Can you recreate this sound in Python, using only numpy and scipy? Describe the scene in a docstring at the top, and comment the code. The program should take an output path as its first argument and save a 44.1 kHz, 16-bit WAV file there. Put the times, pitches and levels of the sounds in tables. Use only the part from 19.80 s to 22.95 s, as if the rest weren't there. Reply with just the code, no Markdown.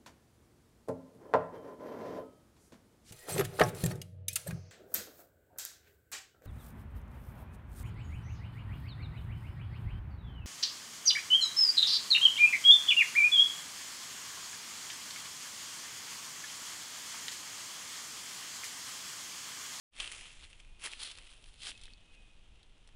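"""A chimpanzee walks through dry leaf litter past a small camera in a forest, then stops beside it.
Each footfall crushes a swarm of leaves into a crunch of tiny cracks; single leaves and twigs snap
on top, and the litter settles after it, all with a faint echo from the trees.
Behind sit a thin wavering insect tone, soft forest hiss, a low rumble at the microphone and a few
dull thumps. The camera housing adds a slight ring to the whole mix."""
import sys
import numpy as np
from scipy import signal
from scipy.fft import rfft, irfft, next_fast_len
from scipy.io import wavfile

SR = 44100
rng = np.random.default_rng(int(sys.argv[2]) if len(sys.argv) > 2 else 0)


def dump_mix(stems):
    """Bounce the given channels to the path in sys.argv[1] as a 16-bit WAV at rate SR."""
    frames = np.atleast_2d(stems).T  # one column per channel
    limited = np.clip(frames, -1, 1)  # hard clip at full scale
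    pcm = np.round(limited * 32767).astype(np.int16)
    wavfile.write(sys.argv[1], SR, pcm)


N = 138915

# Footfalls: t/s of fullest weight, level/dB before STEP_DB, attack/s, release/s,
# leaf ring f/Hz, upper ring f/Hz, treble/dB, low crush/dB
FOOTFALLS = [(.214, -45.5, .026, 0.081, 2800, 8600, -1.5, 1.5),
             (.338, -52, 0.025, 0.17, 2730, 6750, 4, 3.5),
             (1.058, -41.5, 0.018, 0.011, 2740, 10300, 4.5, 6.5),
             (1.12, -53, 0.041, 0.037, 3330, 9700, -4, 1),
             (1.229, -44.5, 0.025, 0.05, 3570, 9150, -1, -1.5),
             (1.879, -43, 0.027, 0.016, 3480, 8600, 0, -0.5)]
# Light shuffles and settling leaves: t/s of the peak, level/dB before SHUFFLE_DB, the rest as above
LIGHT_SHUFFLES = [(.46, -56, 0.039, 0.051, 2960, 7620, -12.5, -10.5),
                  (.642, -54, 0.038, 0.013, 3140, 8750, -7, -3),
                  (.72, -67.5, 0.054, 0.17, 2900, 9600, -6, 1.5),
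                  (.802, -59.5, 0.0073, 0.0095, 2800, 7400, -1, -1),
                  (1.305, -52.5, 0.015, 0.0086, 3200, 9500, -8, -2),
                  (1.378, -60.5, 0.0095, 0.03, 2900, 9300, -10, 7.5),
                  (1.51, -61, 0.24, 0.053, 3000, 9300, 0, 2.5),
                  (1.70, -65, 0.16, 0.16, 3230, 9200, 1.5, 1.5),
                  (1.828, -53, 0.025, 0.021, 3600, 9450, -3.5, -15),
                  (1.91, -54, 0.016, 0.0058, 2960, 8500, 3, 2),
                  (2.04, -62.5, 0.12, 0.097, 3300, 8700, -8.5, -13),
                  (2.345, -62.5, 0.013, .012, 2800, 8500, -5.5, -4),
                  (2.43, -76.5, 0.13, 0.19, 2997, 8650, -2, -7)]
# Single leaves that crack: t/s, level/dB, ring f/Hz, treble/dB
LEAF_SNAPS = [(0.2016, -25.5, 2910, -1.5), (0.2166, -49, 2200, -3), (0.231, -46, 2980, -14),
              (0.243, -33, 2950, -18), (.2762, -31.5, 2850, -1), (0.3172, -31, 1970, 8),
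              (.3220, -29.5, 2680, 7), (0.326, -48, 3050, 7), (0.4108, -38, 2740, 0),
              (.4560, -43, 3000, -20), (0.529, -48, 2660, 7), (0.6451, -49, 3070, 4),
              (0.7007, -47.5, 2580, 5), (0.8, -46.5, 2930, 0), (0.9963, -49, 2500, -1),
              (1.0590, -29.5, 3020, 1), (1.0729, -34, 1840, -11), (1.1183, -36, 3300, 7),
              (1.1272, -38.5, 3490, 3), (1.2336, -28, 3770, 10), (1.3139, -35.5, 3260, 0),
              (1.3176, -36.5, 3030, 3), (1.3539, -45, 3200, -9), (1.3742, -40, 3800, 0),
              (1.3857, -38, 2350, -0.5), (1.5118, -56, 3000, 10), (1.5254, -59, 2930, -1),
              (1.6415, -45, 3400, -5), (1.8330, -35.5, 3200, -3), (1.8862, -39, 3380, 13),
              (1.9170, -37.5, 2700, -20), (1.9770, -43, 3300, 5), (2.0139, -45.5, 3500, -6),
              (2.018, -47, 3400, -2), (2.0358, -41, 3570, 1.5), (2.0392, -46, 3400, 6),
              (2.0549, -40.5, 3400, -1), (2.0712, -56, 3360, -6), (2.0801, -48.5, 2360, -18),
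              (2.8306, -52, 3750, 2), (2.8347, -59.5, 3660, -6.5), (3.0755, -47.5, 3030, 7),
              (3.0901, -52.5, 1970, -6)]
# Twigs that break with a woody ring: t/s, level/dB, f/Hz, ring time/s
TWIG_BREAKS = [(.2050, -26, 3090, 0.0015), (0.7305, -43.5, 2810, 0.0019), (0.735, -48, 2640, 0.0017),
               (0.8495, -51.5, 2450, .0012), (1.1349, -32, 2470, 0.00079), (2.1359, -45, 4400, 0.0022),
               (2.8305, -55, 3880, .0012)]
# Base tone of every dry leaf, under its ring: f/Hz, relative level/dB
LEAF_EQ = [(100, -19), (250, -10.5), (450, -6), (700, -5.5), (1000, -2), (1900, 0), (3000, -1),
           (4400, -1.8), (5300, -1), (6200, -3.5), (8200, -3), (9200, -2), (10200, -2.5)]
# Path of the insect tone: t/s, f/Hz, level/dB
INSECT_PATH = [(.75, 2450, -84), (.93, 2470, -71.5), (1.502, 2544, -75.5), (1.8, 2545, -77),
               (1.955, 2556, -60), (2.0, 2556, -73), (2.10, 2553, -69), (2.18, 2545, -78),
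               (2.35, 2518, -68), (2.46, 2502, -69), (2.75, 2493, -86.5)]
# Forest hiss: f/Hz, relative level/dB
HISS_EQ = [(100, -2.5), (200, 2), (400, -2), (800, -4.5), (1500, -9), (2100, -8), (2900, -1), (3600, -5),
           (4400, -13), (6300, -16), (10200, -18.5)]
# Rumble at the microphone: f/Hz, relative level/dB
RUMBLE_EQ = [(8, -3.5), (16, -0.5), (26, 1.5), (45, -11), (70, -15), (100, -20), (160, -26.5), (300, -39),
             (1000, -81.5)]
# Soft low thumps: t/s, level/dB, f/Hz
LOW_THUMPS = [(.645, -55, 62), (1.52, -57, 40), (1.92, -56, 40), (2.015, -54, 40), (2.34, -51, 24),
              (2.60, -55, 28), (2.735, -53, 50)]
# Narrow peaks and one dip of the camera housing: f/Hz, gain/dB
HOUSING_EQ = [(2045, 2.5), (2395, -1.5), (2719, 4), (3187, 3.5), (3509, 1.5), (4135, 3), (4544, 3)]
# Fade-in as the camera wakes: t/s, gain/dB
FADE_IN = [(.105, -54), (0.126, -11), (0.142, -5), (.18, -2.5)]

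STEP_DB, STEP_CRACKS_PER_S, STEP_ROLL_S = 4.5, 3600, 0.017   # the roll rounds off each step's peak
SHUFFLE_DB, SHUFFLE_CRACKS_PER_S = 5.5, 900
TOUCH_ATTACKS = 3.7   # a foot touches down this many attack times before its fullest weight
CRACK_SPREAD_DB, CRACK_COLOUR_DB, RUB_DB = 4.5, 7.0, -3
RING_DB, RING_OCTAVES, UPPER_RING_DB, UPPER_RING_OCTAVES = 10, 0.34, 3.5, 0.12
TREBLE_HZ, CRUSH_HZ = 4630, 1620   # shelf corners
TEAR_S, TEAR_DB, SCATTER_S, SCATTER_DB = 0.00079, -10.5, 0.0046, -16
BRITTLENESS = 4.1   # dB less tearing per dB of treble
BODY_DB, BODY_DB_PER_OCTAVE, BODY_RING_HZ = -2.5, 17, 2600   # bigger, lower leaves have more body
TWIG_CRACK_DB, TWIG_SCATTER_DB = -6, -36
STRAY_PER_S, STRAY_DB, STRAY_SPREAD_DB = 60, -77, 3
FOREST_T60_S, FOREST_DB = 0.41, -18
INSECT_FLUTTER_DB, INSECT_WOBBLE_HZ = 3, 6
RUMBLE_RISE_S, THUMP_WIDTH_S = 0.085, 0.03
HOUSING_WIDTH_HZ, CUTOFF_HZ = 16, 10380


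def treads(rows, cracks_per_s, roll_s):
    """From the first touch the crunch swells as weight comes onto the litter, then dies away."""
    t, out = np.arange(N) / SR, np.zeros(N)
    cracks = crackle(cracks_per_s)
    shifts = rng.integers(0, N, len(rows))   # each tread starts elsewhere in the crackle
    for (s, db, attack, release, ring_hz, upper_hz, treble_db, crush_db), shift in zip(rows, shifts):
        from_peak_s = np.hypot(t - s, roll_s) - roll_s
        weight = np.exp(-from_peak_s / np.where(t < s, attack, release))
        on = (weight > from_db(-60)) & (t > s - TOUCH_ATTACKS * attack)
        crunch = leaf(np.roll(cracks, shift)[on], ring_hz, treble_db, crush_db, upper_hz)
        out[on] += from_db(db) * weight[on] * rms_one(crunch)
    return out


def crackle(cracks_per_s):
    """Tiny cracks, each with its own size and colour, over the rub of leaf on leaf."""
    onsets = rng.random(N) < cracks_per_s / SR
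    clicks = onsets * crack_sizes(CRACK_SPREAD_DB)
    edges_hz, cracks = np.linspace(100, 11500, 13), 0
    for band in zip(edges_hz, edges_hz[1:]):
        band_gains = from_db(CRACK_COLOUR_DB * rng.uniform(-1, 1, N)) * rng.choice([-1, 1], N)
        bandpass = signal.butter(2, band, "band", fs=SR, output="sos")
        cracks = cracks + signal.sosfilt(bandpass, clicks * band_gains + 1e-18)
    rub = from_db(RUB_DB) * rng.standard_normal(N)
    return rms_one(rms_one(cracks) + rub)


def leaf(x, ring_hz, treble_db, crush_db, upper_hz=None):
    """The voice of a dry leaf: a broad ring, perhaps an upper one, a crisp top and a low crush."""
    def db_at(f):
        def bell(hz, octaves):
            return np.exp(-.5 * (np.log2((f + 1) / hz) / octaves) ** 2)
        ring = RING_DB * bell(ring_hz, RING_OCTAVES)
        upper = UPPER_RING_DB * bell(upper_hz, UPPER_RING_OCTAVES) if upper_hz else 0
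        high_shelf = treble_db * (1 - 1 / (1 + (f / TREBLE_HZ) ** 6))
        low_shelf = crush_db / (1 + (f / CRUSH_HZ) ** 4)
        return at_hz(LEAF_EQ, f) + ring + upper + high_shelf + low_shelf
    return equalise(x, db_at)


def leaf_snaps():
    """A leaf breaks with a click, tears on briefly and stirs its neighbours; all ring through it."""
    t, out = np.arange(2048) / SR, np.zeros(N)
    for s, db, ring_hz, treble_db in LEAF_SNAPS:
        tear = from_db(TEAR_DB - BRITTLENESS * treble_db) * np.exp(-t / TEAR_S)
        scatter = from_db(SCATTER_DB - max(treble_db, 0)) * np.exp(-t / SCATTER_S)
        burst = (t == 0) + rng.standard_normal(len(t)) * (tear + scatter)
        body_db = BODY_DB - BODY_DB_PER_OCTAVE * np.log2(ring_hz / BODY_RING_HZ)
        add(out, s, from_db(db) * tick_one(leaf(burst, ring_hz, treble_db, body_db)))
    return out


def twigs():
    """A bright crack sets one short woody mode ringing."""
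    t, out = np.arange(2048) / SR, np.zeros(N)
    scatter = from_db(TWIG_SCATTER_DB) * np.exp(-t / SCATTER_S)
    for s, db, hz, ring_s in TWIG_BREAKS:
        burst = (t == 0) + rng.standard_normal(len(t)) * scatter
        mode = np.cos(2 * np.pi * hz * t) * np.exp(-t / ring_s)
        wood = tick_one(signal.fftconvolve(burst, mode)[:len(t)])
        crack = from_db(TWIG_CRACK_DB) * tick_one(leaf(burst, hz, treble_db=-2, crush_db=-8))
        add(out, s, from_db(db) * tick_one(wood + crack))
    return out


def stray_ticks():
    """Lone leaves tick here and there as the litter settles."""
    sizes = crack_sizes(STRAY_SPREAD_DB) * rng.choice([-1, 1], N)
    onsets = rng.random(N) < STRAY_PER_S / SR
    return from_db(STRAY_DB) * rms_one(leaf(sizes * onsets, ring_hz=3000, treble_db=0, crush_db=3.5))


def forest_echo(x):
    """Trunks and foliage scatter back a short, faint reverb tail."""
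    t = np.arange(SR) / SR
    tail = rng.standard_normal(SR) * from_db(-60 * t / FOREST_T60_S)
    return from_db(FOREST_DB) * signal.fftconvolve(x, tail / np.linalg.norm(tail))[:N]


def insect():
    """One thin, far tone that flutters and slowly bends."""
    t = np.arange(N) / SR
    s, hz, db = np.transpose(INSECT_PATH)
    pitch_hz = np.interp(t, s, hz) + INSECT_WOBBLE_HZ * drift(30)
    level_db = np.interp(t, s, db) + INSECT_FLUTTER_DB * drift(32)
    return from_db(level_db) * np.sqrt(2) * np.sin(2 * np.pi * np.cumsum(pitch_hz) / SR)


def forest_hiss():
    """A soft bed of air with a slight flicker."""
    return noise_bed(HISS_EQ, level_db=-65.5, swell_db=0.96, rate_hz=20)


def rumble():
    """Low rumble at the microphone, taking a moment to come up as the camera wakes."""
    rise = np.tanh((np.arange(N) / SR / RUMBLE_RISE_S) ** 2 / 4)
    return rise * noise_bed(RUMBLE_EQ, level_db=-54.5, swell_db=2, rate_hz=10)


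def thumps():
    """Dull swells a few cycles long, deep in the bass."""
    t, out = np.arange(N) / SR, np.zeros(N)
    for s, db, hz in LOW_THUMPS:
        swell = np.exp(-.5 * ((t - s) / THUMP_WIDTH_S) ** 2)
        out += from_db(db) * swell * np.sin(2 * np.pi * (hz * t + rng.random()))
    return out


def noise_bed(eq, level_db, swell_db, rate_hz):
    """Shaped noise whose level wanders a little."""
    gain = from_db(level_db + swell_db * drift(rate_hz))
    return gain * rms_one(equalise(rng.standard_normal(N), lambda f: at_hz(eq, f)))


def crack_sizes(spread_db):
    """A random gain for every sample: mostly small, now and then big."""
    return from_db(spread_db * np.minimum(rng.exponential(1, N), 3))


def drift(rate_hz):
    """Smooth random modulation at rms 1."""
    hop, run_in = 40, 2000   # samples per control point, control points to settle
    pole = np.exp(-2 * np.pi * rate_hz * hop / SR)
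    noise = rng.standard_normal(N // hop + run_in + 2)
    slow = signal.lfilter([1], [1, -2 * pole, pole * pole], noise)[run_in:]
    return np.interp(np.arange(N) / hop, np.arange(len(slow)), rms_one(slow))


def equalise(x, db_at):
    """Minimum-phase EQ with the curve db_at(f): nothing rings ahead of a transient."""
    size = 2 * next_fast_len(len(x) // 2 + 512)
    hz = np.arange(size // 2 + 1) * SR / size
    cepstrum = irfft(np.log(from_db(db_at(hz))))
    cepstrum[1:size // 2] *= 2   # fold onto positive time
    cepstrum[size // 2 + 1:] = 0
    return irfft(rfft(x, size) * np.exp(rfft(cepstrum)))[:len(x)]


def at_hz(eq, hz):
    """Read an EQ curve in dB on a log-frequency axis."""
    f, db = np.transpose(eq)
    return np.interp(np.log(hz + 1), np.log(f), db)


def from_db(db):
    """Decibels to gain."""
    return 10 ** (np.asarray(db) / 20)


def rms_one(x):
    """Scale to rms 1."""
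    return x / np.sqrt(np.mean(x ** 2) + 1e-20)


def tick_one(x):
    """Scale a tick to the energy of one millisecond at rms 1."""
    return x / np.sqrt(np.sum(x ** 2) / (SR / 1000))


def add(out, s, x):
    """Mix a sound in at s seconds."""
    part = out[int(s * SR):][:len(x)]
    part += x[:len(part)]


def scene():
    """Mono mix: feet in the litter up front, the forest around them."""
    steps = from_db(STEP_DB) * treads(FOOTFALLS, STEP_CRACKS_PER_S, STEP_ROLL_S)
    shuffles = from_db(SHUFFLE_DB) * treads(LIGHT_SHUFFLES, SHUFFLE_CRACKS_PER_S, roll_s=0)
    litter = steps + shuffles + leaf_snaps() + twigs() + stray_ticks()
    return (litter + rumble() + forest_echo(litter) + insect() + forest_hiss() + thumps())[None]


def record(dry):
    """The housing rings faintly; the camera fades the sound in and cuts the top."""
    def housing_db(f):
        return sum(db / (1 + ((f - hz) / HOUSING_WIDTH_HZ) ** 2) for hz, db in HOUSING_EQ)
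    housed = equalise(dry[0], housing_db)
    fade = from_db(np.interp(np.arange(N) / SR, *np.transpose(FADE_IN)))
    lowpass = signal.ellip(8, .3, 60, CUTOFF_HZ, fs=SR, output="sos")
    return signal.sosfilt(lowpass, housed * fade)[None]


dry = scene()
out = record(dry)
dump_mix(out)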